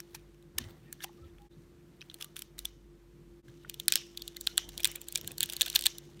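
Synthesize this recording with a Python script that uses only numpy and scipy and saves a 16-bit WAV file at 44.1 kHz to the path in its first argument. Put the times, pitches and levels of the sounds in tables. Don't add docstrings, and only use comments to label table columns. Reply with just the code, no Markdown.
import sys
import numpy as np
from scipy import signal
from scipy.fft import rfft, irfft
from scipy.io import wavfile
from scipy.ndimage import uniform_filter1d

SR = 44100
rng = np.random.default_rng(int(sys.argv[2]) if len(sys.argv) > 2 else 0)


def inscribe(sig):
    pcm = np.round(np.clip(np.atleast_2d(sig).T, -1, 1) * 32767)
    wavfile.write(sys.argv[1], SR, pcm.astype(np.int16))


def field_ratio(decibels):
    return 10 ** (np.asarray(decibels, dtype=float) / 20)


N = 273420
TIME_S = np.arange(N) / SR
FFT_HZ = np.arange(N // 2 + 1) * SR / N

# freq_hz, density_db
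ROOM_SPECTRUM = [(120, -61.5), (200, -6.5), (279, -15.5), (343, 0), (398, -20), (735, -24.5), (1030, -22.5),
                 (14900, -37.5), (17000, -59.5)]
ROOM_DB = -66.5
# time_s, level_db
MOTOR_WHINE = [
    (0, -61),
    (.64, -61),
    (1.9, -62),
    (3, -62.5),
    (3.9, -58),
    (6.2, -58.5),
]
# multiple, level_db
MOTOR_ORDERS = [(3, -8), (4, -13), (5, -17.5), (7, -1), (8, -21), (9, -17.5), (11, -21.5), (12, -27)]
MOTOR_HZ = 49.3
# crest_s, level_db, fall_s
THROBS = [
    (.25, -60.5, 0.087),
    (.64, -65, 0.22),
    (1.38, -61, 0.26),
    (2.62, -56, 0.39),
    (3.3, -67.5, 0.46),
    (4.2, -64, .3),
    (4.65, -58.5, 0.54),
    (5.7, -66, .5),
]
THROB_REST_DB, THROB_RISE_S = -73, 0.12

# time_s, level_db
HAND_RUB = [(0, -74), (.2, -67), (.52, -92.5), (.6, -55), (.75, -71.5), (1, -73), (1.3, -75.5),
            (1.9, -81.5), (2.23, -67), (2.5, -82), (3.4, -88), (3.5, -72.5), (4.3, -67), (4.66, -67.5),
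            (4.89, -56), (5.04, -67), (5.75, -52), (6.2, -75)]
# freq_hz, density_db
RUB_SPECTRUM = [(700, -12.5), (1600, -3), (3000, 0), (4500, -3.5), (5500, -7.5), (8000, -9), (12000, -9),
                (16000, -11.5)]
# freq_hz, density_db
HOLLOW_SPECTRUM = [(350, 2), (700, -1), (1400, -7.5), (2200, -8.5)]
# freq_hz, density_db
RUMBLE_SPECTRUM = [(45, -25), (70, 2), (110, -2.5), (155, 6), (200, -5), (300, -5.5), (500, -14)]
# crest_s, rumble_db
GRIPS = [(0, -72), (.6, -52), (.7, -56), (1.23, -68), (2.57, -58), (3.5, -64), (4.68, -56), (4.89, -65),
         (5.25, -56.5), (5.68, -69), (6.08, -63)]
GRIP_REST_DB, GRIP_RISE_S, GRIP_FALL_S = -63.5, 0.03, 0.05

# start_s, pitch_hz, peak_db
KNOCKS = [(.147, 890, -40.5), (0.584, 1000, -39), (.927, 1730, -39), (1.005, 1680, -36.5),
          (1.043, 788, -32.5), (1.093, 844, -45), (3.483, 1620, -47), (3.648, 1450, -36), (4.3, 1620, -60),
          (3.957, 548, -44.5), (4.472, 850, -47), (4.579, 720, -41.5), (2.654, 720, -52.5),
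          (4.5795, 1290, -31), (4.800, 665, -43.5), (4.853, 965, -38), (5.157, 586, -48.5),
          (5.183, 470, -44.5), (5.248, 650, -54), (5.276, 730, -56), (5.308, 534, -50), (5.431, 760, -46.5),
          (5.492, 626, -48), (5.610, 622, -38.5), (5.625, 520, -43), (5.612, 1250, -40), (5.672, 720, -45),
          (5.758, 814, -35), (5.795, 533, -47), (5.861, 790, -35), (6.090, 840, -53.5)]
# start_s, pitch_hz, peak_db
THUDS = [
    (0.553, 79.4, -38.5),
    (.585, 76, -40),
    (.6, 240, -37),
    (0.635, 97.5, -36.5),
    (0.809, 123, -45),
    (1.213, 77, -42),
    (3.481, 132, -40.5),
]
# centre_s, length_s, pitch_hz, level_db
SQUEAKS = [
    (1.44, 0.097, 820, -59.5),
    (1.189, 0.041, 1200, -68),
    (1.24, 0.066, 1320, -67),
    (1.272, 0.06, 1800, -67),
    (2.253, 0.079, 1180, -62),
]
# centre_s, length_s, pitch_hz, level_db
CHAFES = [(.17, .035, 1750, -65), (.18, .06, 2500, -68), (.65, 0.13, 2005, -63), (.84, .04, 1630, -74),
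          (.88, .05, 1870, -67), (.905, .04, 1750, -67), (.9, .06, 2500, -70), (1.02, 0.054, 1700, -54),
          (1.07, 0.05, 844, -63), (1.08, .03, 1950, -65), (1.23, 0.13, 536, -65.5), (4.5, .06, 1450, -61.5),
          (4.51, 0.077, 4150, -57), (4.62, 0.13, 3200, -52), (4.63, .08, 6000, -56.5),
          (4.9, .06, 5700, -53), (5.1, .04, 4200, -58), (5.29, 0.035, 4180, -59), (4.208, .035, 3500, -56),
          (1.53, .06, 3800, -71)]
SQUEAK_WIDTH, CHAFE_WIDTH = 0.045, 0.16

# crest_s, rise_s, fall_s, level_db
SCRAPES = [(.148, 0.002, 0.0066, -40.5), (0.5835, 0.00088, 0.0018, -25.5), (1.025, 0.014, 0.0071, -57),
           (1.041, 0.0054, 0.0041, -36), (2.015, 0.0046, 0.0052, -61.5), (2.207, 0.0044, 0.022, -50),
           (2.359, 0.0011, 0.034, -50), (2.581, .001, 0.026, -53.5), (2.65, .001, 0.0045, -43),
           (5.753, .001, 0.012, -35), (5.858, 0.0019, 0.006, -31)]
# freq_hz, density_db
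SCRAPE_SPECTRUM = [(900, -7.5), (2000, 0.5), (6000, -0.5), (8000, -7), (10000, 0), (16000, -6.5)]

# freq_hz, width_hz, level_db
PLATE_MODES = [(2140, 91, -7.5), (2957, 110, 6), (3200, 80, 3), (3560, 170, 5), (5850, 1300, 1),
               (7300, 150, -7)]
# freq_hz, width_hz, level_db
SHUTTER_MODES = [(2880, 300, 8), (3600, 440, 0), (5400, 570, 7)]
SHUTTER_S, SHUTTER_T60_S, SHUTTER_DB = 3.957, 0.36, -43
# freq_hz, density_db
TAIL_SPECTRUM = [(700, -17.5), (1600, -3), (3000, 1), (4200, 0.5), (5000, -10.5), (8000, -11), (12000, -12),
                 (16000, -15)]
TAIL_T60_S, TAIL_DB = 0.19, -38.5
PLATE_T60_S, PLATE_DB = 0.43, -42

# start_s, peak_db, pitch_hz, t60_s
PINGS = [
    (0.5851, -30.5, 1780, 0.025),
    (3.8819, -31, 1690, 0.018),
    (3.9232, -37, 1590, 0.026),
    (4.4716, -25, 1540, 0.011),
    (5.0843, -52, 1620, 0.03),
    (5.277, -44, 1600, 0.033),
    (5.3058, -51, 1900, 0.03),
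    (5.6633, -35, 1520, 0.028),
    (5.76, -33, 1590, 0.022),
    (5.866, -30, 1730, 0.026),
         (0.0014, -47, 2520, 0.02), (0.1461, -41, 2430, 0.022), (0.5814, -30, 2670, 0.018),
             (3.8806, -32, 2440, 0.022), (3.9215, -24, 2460, 0.024), (4.371, -40, 2050, 0.022),
             (4.577, -23, 2780, 0.018), (4.7964, -35, 2350, 0.022), (4.803, -37, 2460, 0.026),
             (4.8458, -27, 2080, 0.022), (4.8523, -20.5, 2480, 0.021), (4.9541, -35.5, 2380, 0.031),
             (4.9801, -44, 2530, 0.022), (5.0744, -53, 2630, 0.022), (5.1228, -53, 2180, 0.022),
             (5.1559, -24, 2390, 0.022), (5.245, -43, 1900, 0.015), (5.3073, -38, 2520, 0.022),
             (5.6787, -32, 2760, 0.022), (5.7438, -37, 2700, 0.018),
         (0.0014, -27, 5640, 0.0076), (0.5836, -29, 3870, 0.013), (3.881, -30, 4660, 0.024),
              (3.923, -24, 5270, 0.012), (3.9559, -9.5, 5330, 0.008), (3.9664, -36, 5360, 0.015),
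              (4.4098, -30, 4570, 0.01), (4.4709, -15, 4230, 0.007), (4.777, -32, 4600, 0.011),
              (4.854, -23, 5200, 0.008), (5.156, -19.5, 4780, 0.011), (5.2738, -34, 4130, 0.016),
              (5.7552, -20, 4100, 0.015), (5.7595, -18, 4220, 0.015),
         (2.0981, -35, 3550, 0.011), (2.1415, -37, 4160, 0.011), (2.2099, -34, 3320, 0.0098),
              (2.2233, -21.5, 3370, 0.011), (2.2438, -37, 2890, 0.012), (2.3645, -40, 3470, 0.0089),
              (2.3905, -45, 4090, 0.012), (2.4199, -40, 3380, 0.01), (2.5895, -29, 3820, 0.01),
              (2.6529, -20, 3460, 0.01), (3.696, -35, 3380, 0.011), (3.7409, -44, 3300, 0.012),
              (3.7983, -31, 3480, 0.0092), (3.8808, -6, 3300, 0.006), (4.1734, -24.5, 3420, 0.0084),
              (4.2198, -29, 3320, 0.0084), (4.2777, -29, 3900, 0.006), (4.5779, -4, 3350, 0.006),
              (4.8449, -14.5, 3400, 0.0097), (5.0843, -41, 3360, 0.012), (5.4291, -21, 3510, 0.011),
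              (5.6164, -16, 3630, 0.011), (5.8651, -14, 3410, 0.013),
         (2.2, -49, 3300, .008), (2.015, -35, 2540, 0.017), (2.085, -51, 2300, .008),
               (1.809, -50, 2400, 0.005), (.5835, -37, 1120, 0.031), (5.429, -36.5, 1590, .025),
               (5.436, -27, 3500, .012), (2.211, -46, 1240, .03), (2.364, -47, 1320, .025),
               (5.276, -35, 3080, .012), (5.617, -28, 1700, 0.023), (4.8535, -27, 2900, 0.011),
               (5.7, -23.5, 6000, 0.0062), (.9265, -48, 3100, 0.016), (5.406, -43, 1300, 0.017)]
PING_DB, PING_LATE_S, LET_GO_S = -2.5, 0.0008, 0.0003

# start_s, strength_db, hollow_db, sharpness_db
FILM_SNAPS = [(.0024, -49.5, 7, 8), (.149, -45, -1, 1.5), (.1594, -56, 3, -4), (.4259, -60, -8, -5),
              (.5841, -24.5, -11, 0), (.6412, -47, -8, -13), (.9269, -44.5, -21, 9),
              (1.0049, -44.5, -11, -19), (1.0209, -47, -5, -17), (1.0253, -43, -20, -14),
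              (1.0431, -37, -5, -3), (1.3836, -60.5, 3.5, -11), (1.4195, -60.5, -18, -5),
              (2.0089, -44, -30, -25), (2.0155, -41.5, -16, -37), (2.024, -48, -1, -25),
              (2.099, -41, -20, -23), (2.1138, -51, -6, -18), (2.1424, -43.5, -14, 2), (2.2078, -53, 7, -9),
              (2.2107, -33.5, -23, -10), (2.224, -30.5, -18, -8.5), (2.2442, -44.5, -5, 4),
              (2.3604, -57, 9, -13), (2.3654, -35.5, -7, -2.5), (2.3915, -43.5, -11, 6),
              (2.4205, -37, -9.5, -0.5), (2.5822, -50, 0, 2), (2.5903, -35.5, -20, 0),
              (2.6537, -30.5, -40, -1),
              (.072, -69, -20, -8),
    (.115, -69, -20, -11),
    (.195, -64, -8, -6),
    (.345, -64, -4, -7),
    (1.265, -66, -12, -22),
    (1.298, -64, -20, -25),
    (3.9015, -48, -20, 3),
    (5.744, -45, 1, -12),
]
# freq_hz, width_hz, level_db
FILM_MODES = [(1000, 550, -8), (1780, 210, 4.5), (2820, 65, 2), (3730, 380, 16), (6450, 2300, -15),
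              (14000, 6400, 15.5)]
# freq_hz, width_hz, level_db
METAL_MODES = [(1613, 210, 24.5), (2520, 53, 16.5), (3120, 77, 10.5), (3440, 885, 24.5), (4330, 520, 22.5),
               (4790, 410, 18), (5730, 1840, 8), (8910, 1500, -4), (9100, 380, -7), (11360, 550, -8),
               (12800, 870, -14)]
# start_s, strength_db, hollow_db, bright_db, top_db
CATCHES = [(3.8815, -14, -12, -0.5, -2), (3.9226, -18.5, -11, 3.5, -3.5), (3.9371, -25.5, -17, -4, -10),
           (3.9562, -18.5, -14, 1.5, 0), (4.4718, -17, -22, -8.5, -15), (4.5785, -15.5, -11, 1, -8.5),
           (4.8454, -17.5, -15, 2, -6), (4.8538, -21, -10.5, 2, -2), (5.1571, -22.5, -13.5, 5, -8),
           (5.4063, -21, -17, 2, -2.5), (5.4301, -23, -16.5, 1.5, 2), (5.435, -26.5, -11, -6, -10),
           (5.6103, -16.5, -20, -2, -7.5), (5.6166, -16, -18.5, -1, -5), (5.7527, -28.5, -22, 2, -18.5),
           (5.7575, -13, -31, -6.5, -10), (5.761, -12.5, -19.5, -5, -5.5), (5.8598, -17, -19.5, -1.5, -8),
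           (5.866, -12.5, -26, -4, -8.5)]
# start_s, strength_db, sharpness_db
RATTLES = [(3.4823, -58, -8), (3.4951, -59, -14), (3.9662, -35, -4), (4.1502, -54, -12), (4.364, -45, -10),
           (4.7969, -42, -9), (4.8735, -38, 7), (4.9157, -46.5, 8), (4.9545, -41.5, -19),
           (4.9583, -40.5, 8.5), (5.0743, -56, -10), (5.1814, -41, -3), (5.2457, -44, -5),
           (5.3083, -49, -17), (5.3174, -44.5, 5.5), (5.4038, -56, 8), (5.4225, -36, -22),
           (5.4262, -34, -19), (5.4905, -40, -5), (5.5344, -35.5, 4), (5.6036, -46, -16),
           (5.6638, -32.5, -3), (5.6773, -36, -14.5), (5.8563, -34, 6), (6.1945, -52, -12)]
# start_s, strength_db, sharpness_db
GEAR_TICKS = [(3.6968, -33.5, 0.5), (3.8582, -57, -2), (3.932, -33, -10), (3.9617, -42, -6),
              (3.9746, -33.5, -8), (4.1957, -50, -9), (4.3673, -34, -4), (4.5731, -32.5, 0),
              (4.6942, -54, -8), (4.8032, -36, -3), (4.833, -34, 1), (5.0155, -45, 7.5), (5.1517, -35, -3),
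              (5.2122, -42.5, 4.5), (5.2756, -34.5, 4.5), (5.3812, -32, -0.5), (5.4159, -39, -6),
              (5.4587, -41, 3), (5.5238, -36.5, 0.5), (5.5977, -45, -0.5), (5.6284, -29.5, -15),
              (5.6606, -31.5, -2), (5.6813, -32, -7), (5.75, -36, 5.5), (5.7792, -42, -17.5),
              (5.8097, -33, 0.5), (5.8227, -32, -2.5)]
# start_s, strength_db, sharpness_db
PAWL_DROPS = [(3.742, -38, -2.5), (3.7989, -29.5, -3.5), (4.1739, -30, -6), (4.2206, -33, -6),
              (4.2784, -34.5, -1), (4.4107, -36, 3), (4.468, -33.5, -2), (4.6902, -39.5, -1),
              (4.7776, -30.5, -2.5), (5.085, -36.5, 4), (5.1241, -41, 6), (5.1751, -34.5, 0.5),
              (5.437, -30.5, -2), (5.4986, -29.5, -3.5), (5.5657, -29, -3.5), (5.6188, -29, 6),
              (5.6347, -46, -14), (5.6997, -30.5, -1.5), (5.7285, -35.5, -7.5), (5.7721, -40.5, -8.5),
              (5.7912, -28, -3.5), (5.8389, -29.5, -5), (5.9833, -39, 3)]
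PAWL_HOLLOW_DB, GEAR_HOLLOW_DB, RATTLE_HOLLOW_DB = -42, -17, -7
BRIGHT_PER_SHARP, TOP_PER_SHARP, BRIGHT_DB, TOP_DB = 0.97, 1.1, 0.9, -0.5
# freq_hz, width_hz, gain_db
TABLE_DIP = [(6300, 1000, -13)]

# freq_hz, width_hz, gain_db
MICROPHONE_DIPS = [(10490, 550, -9.5), (4990, 220, -2)]
# centre_s, half_length_s
SCENE_CHANGES = [
    (1.49, 0.026),
    (3.423, 0.031),
]


def coloured(points):
    hz, db = np.transpose(points)
    gain = field_ratio(np.interp(np.log(FFT_HZ + 1), np.log(hz), db, left=-80, right=-80))
    x = irfft(rfft(rng.standard_normal(N)) * gain, N)
    return x / x.std()


def walk(rate_hz):
    k = int(SR / rate_hz)
    held = np.repeat(rng.standard_normal(N // k + 1), k)
    return 1.465 * uniform_filter1d(uniform_filter1d(held, k), k)[:N]


def patchy(points, rate_hz, depth_db):
    octave = np.log2(FFT_HZ + 1)
    whole = rfft(coloured(points))
    out = np.zeros(N)
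    for centre in np.arange(9.5, 14.6, 0.5):
        band = np.clip(1 - 2 * np.abs(octave - centre), 0, 1)
        out += irfft(whole * band, N) * field_ratio(depth_db * walk(rate_hz))
    return out


def resonances(hz, modes):
    return 1 + sum((-1) ** k * 1j * field_ratio(db) / (1 + 2j * (hz - f) / width)
                   for k, (f, width, db) in enumerate(modes))


def ringing(modes):
    x = irfft(rfft(rng.standard_normal(N)) * (resonances(FFT_HZ, modes) - 1), N)
    return x / x.std()


def dips(x, notches):
    gains = [1 - (1 - field_ratio(db)) / (1 + 2j * (FFT_HZ - f) / width) for f, width, db in notches]
    return irfft(rfft(x) * np.prod(gains, axis=0), N)


def level_curve(table):
    s, db = np.transpose(table)
    return np.interp(TIME_S, s, db)


def swell(crest_s, rise_s, fall_s):
    return np.exp(-np.abs(TIME_S - crest_s) / np.where(TIME_S < crest_s, rise_s, fall_s))


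def add(track, start_s, sound):
    i = int(start_s * SR)
    track[max(i, 0):i + len(sound)] += sound[max(-i, 0):N - i]


def room():
    return coloured(ROOM_SPECTRUM) * field_ratio(ROOM_DB + 0.5 * walk(2.7))


def motor():
    swells = field_ratio(THROB_REST_DB) + sum(field_ratio(db) * swell(s, THROB_RISE_S, fall) for s, db, fall in THROBS)
    phase = 2 * np.pi * MOTOR_HZ * np.cumsum(1 + 0.00084 * walk(3.03)) / SR
    whine = sum(field_ratio(db + 1.9 * walk(13)) * np.sin(k * phase + 6 * rng.random()) for k, db in MOTOR_ORDERS)
    throb = np.sin(0.98 * phase + 0.33 * walk(14)) * swells * field_ratio(1.5 * walk(18))
    return np.sqrt(2) * (whine * field_ratio(level_curve(MOTOR_WHINE)) + throb)


def hands():
    rub_db = level_curve(HAND_RUB)
    grip = field_ratio(GRIP_REST_DB) + sum(field_ratio(db) * swell(s, GRIP_RISE_S, GRIP_FALL_S) for s, db in GRIPS)
    plates = sum(ringing([(hz, 2 * width, db)]) * np.sqrt(width) * field_ratio(db - 38 + 3.7 * walk(19))
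                 for hz, width, db in PLATE_MODES)
    winding = TIME_S > SCENE_CHANGES[-1][0]
    grit = 0.55 * patchy(RUB_SPECTRUM, 30, depth_db=3.0) + plates * winding
    rub = grit * field_ratio(rub_db + 3.1 * walk(400) + 1.9 * walk(36))
    hollow_level = np.sqrt(field_ratio(rub_db) * grip) * field_ratio(-7.5 + np.minimum(3.8 * walk(60), 5.5))
    hollow = coloured(HOLLOW_SPECTRUM) * hollow_level
    rumble = coloured(RUMBLE_SPECTRUM) * grip * field_ratio(2.0 * walk(25) + 1.3 * walk(3.98))
    return rub + hollow + rumble


def knocks():
    out, t = np.zeros(N), TIME_S[:12000]
    for s, hz, db in KNOCKS + THUDS:
        t60_s = 0.29 * (70 / hz) ** 0.96
        pair = np.sin(2 * np.pi * hz * t) + 0.5 * np.sin(2 * np.pi * 1.26 * hz * t)
        decay = np.exp(-np.log(1000) * t / t60_s)
        add(out, s, field_ratio(db) * pair * decay * (1 - np.exp(-t * hz)))
    return out


def squeaks(rows, width):
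    out, t = np.zeros(N), TIME_S[:8000] - 4000 / SR
    for s, length_s, hz, db in rows:
        k = int(SR / (width * hz))
        noise = rng.standard_normal((2, len(t)))
        shake = uniform_filter1d(uniform_filter1d(noise, k), k) * np.sqrt(k * 0.86)
        tone = shake[0] * np.sin(2 * np.pi * hz * t) + shake[1] * np.cos(2 * np.pi * hz * t)
        add(out, s + t[0], field_ratio(db) * np.exp(-2 * (2 * t / length_s) ** 2) * tone)
    return out


def stored(hits, t60_s):
    keep = np.exp(-2 * np.log(1000) / (t60_s * SR))
    return 10 * np.sqrt(signal.lfilter([1 - keep], [1, -keep], hits ** 2))


def wash(hits):
    hiss_level = field_ratio(TAIL_DB + 14 + 3.0 * walk(300)) * stored(hits, TAIL_T60_S) / 10
    hiss = hiss_level * patchy(TAIL_SPECTRUM, 70, depth_db=3.0)
    plate_level = field_ratio(PLATE_DB + 18.0 + 2.1 * walk(120)) * stored(hits, PLATE_T60_S) / 10
    plates = plate_level * ringing(PLATE_MODES)
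    since_s = TIME_S - SHUTTER_S
    shutter = field_ratio(SHUTTER_DB - 60 * since_s / SHUTTER_T60_S) * (since_s > 0) * ringing(SHUTTER_MODES)
    return hiss + plates + shutter


def scrapes():
    shape = sum(field_ratio(db) * swell(s, rise, fall) for s, rise, fall, db in SCRAPES)
    return shape * coloured(SCRAPE_SPECTRUM) * field_ratio(2.0 * walk(900))


def pings():
    out, t = np.zeros(N), TIME_S[:4000]
    for s, db, hz, t60_s in PINGS:
        decay = field_ratio(db + PING_DB - 60 * t / t60_s)
        add(out, s + PING_LATE_S, decay * np.sin(2 * np.pi * hz * t) * (1 - np.exp(-t * hz)))
    return out


def shares(rows, hollow_db=None):
    return [(s, db, own[0] if own else hollow_db,
             BRIGHT_DB + BRIGHT_PER_SHARP * sharp, TOP_DB + TOP_PER_SHARP * sharp)
            for s, db, *own, sharp in rows]


def clicks(events, body, crack_s, chatter_s, chatter_db, creep_s, creep_db, detune, spike_db):
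    out, lead = np.zeros(N), 512
    t, hz = TIME_S[:2048] - lead / SR, np.arange(1025) * SR / 2048
    edges_hz = np.array([1150, 2650, 6000, 10500, 16500])
    steepness = np.array([10, 14, 24, 30, 60])
    steps = 1 / (1 + (edges_hz[:, None] / (hz + 1)) ** steepness[:, None])
    bands = steps[:-1] - steps[1:]
    after = np.maximum(t, 0)
    crack = after / crack_s * np.exp(1 - after / crack_s)
    for s, db, hollow_db, bright_db, top_db in events:
        loose = rng.standard_normal(3)
        woken = np.array(body) + np.outer(2.9 * rng.standard_normal(len(body)), [0, 0, 1])
        chatter = field_ratio(chatter_db + 2.2 * loose[0]) * np.exp(-after / chatter_s) * (t > 0)
        creep_level = field_ratio(creep_db - 0.6 * (db + 30) + 2.5 * loose[1])
        creep = creep_level * np.exp(-np.abs(t) / creep_s) * (t <= 0)
        grit = rng.standard_normal(len(t)) * (crack + chatter + creep)
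        shake = rfft(grit + field_ratio(spike_db) * (t == 0))
        parts = irfft(shake * resonances(hz * (1 + detune * loose[2]), woken) * bands)
        band_db = db + np.array([hollow_db, 0, bright_db, top_db])
        gains = field_ratio(band_db) * np.sqrt(SR / 1000 / (parts ** 2).sum(axis=1))
        add(out, s + LET_GO_S - lead / SR, gains @ parts)
    return out


def film_snaps():
    return clicks(shares(FILM_SNAPS), FILM_MODES, crack_s=0.00039, chatter_s=0.0021, chatter_db=0.0,
                  creep_s=0.0021, creep_db=-23.0, detune=0.084, spike_db=3.0)


def catches():
    return clicks(CATCHES, METAL_MODES, crack_s=0.00016, chatter_s=0.002, chatter_db=-10.5,
                  creep_s=0.001, creep_db=-30.0, detune=0.0066, spike_db=16.5)


def ratchet():
    ticks = shares(PAWL_DROPS, PAWL_HOLLOW_DB) + shares(GEAR_TICKS, GEAR_HOLLOW_DB)
    ticks += shares(RATTLES, RATTLE_HOLLOW_DB)
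    return clicks(ticks, METAL_MODES, crack_s=0.00017, chatter_s=0.0026, chatter_db=-9.5,
                  creep_s=0.0032, creep_db=-22.0, detune=0.016, spike_db=9.5)


def scene():
    metal = dips(ratchet() + catches(), TABLE_DIP)
    hits = film_snaps() + metal + scrapes() + pings()
    rubbed = squeaks(SQUEAKS, SQUEAK_WIDTH) + squeaks(CHAFES, CHAFE_WIDTH) + hands()
    mix = room() + motor() + rubbed + knocks() + wash(hits) + hits
    return mix[None]


def roll_off(x):
    return signal.sosfilt(signal.butter(12, 17140, fs=SR, output="sos"), x)


def record(dry):
    top_cut = 1 / np.sqrt(1 + (FFT_HZ / 15800) ** 70)
    fades = np.prod([np.clip(np.abs(TIME_S - s) / half_s, 0.02, 1) for s, half_s in SCENE_CHANGES], axis=0)
    heard = irfft(rfft(dips(dry, MICROPHONE_DIPS)) * top_cut, N)
    return roll_off(heard * fades)


dry = scene()
out = record(dry)
inscribe(out)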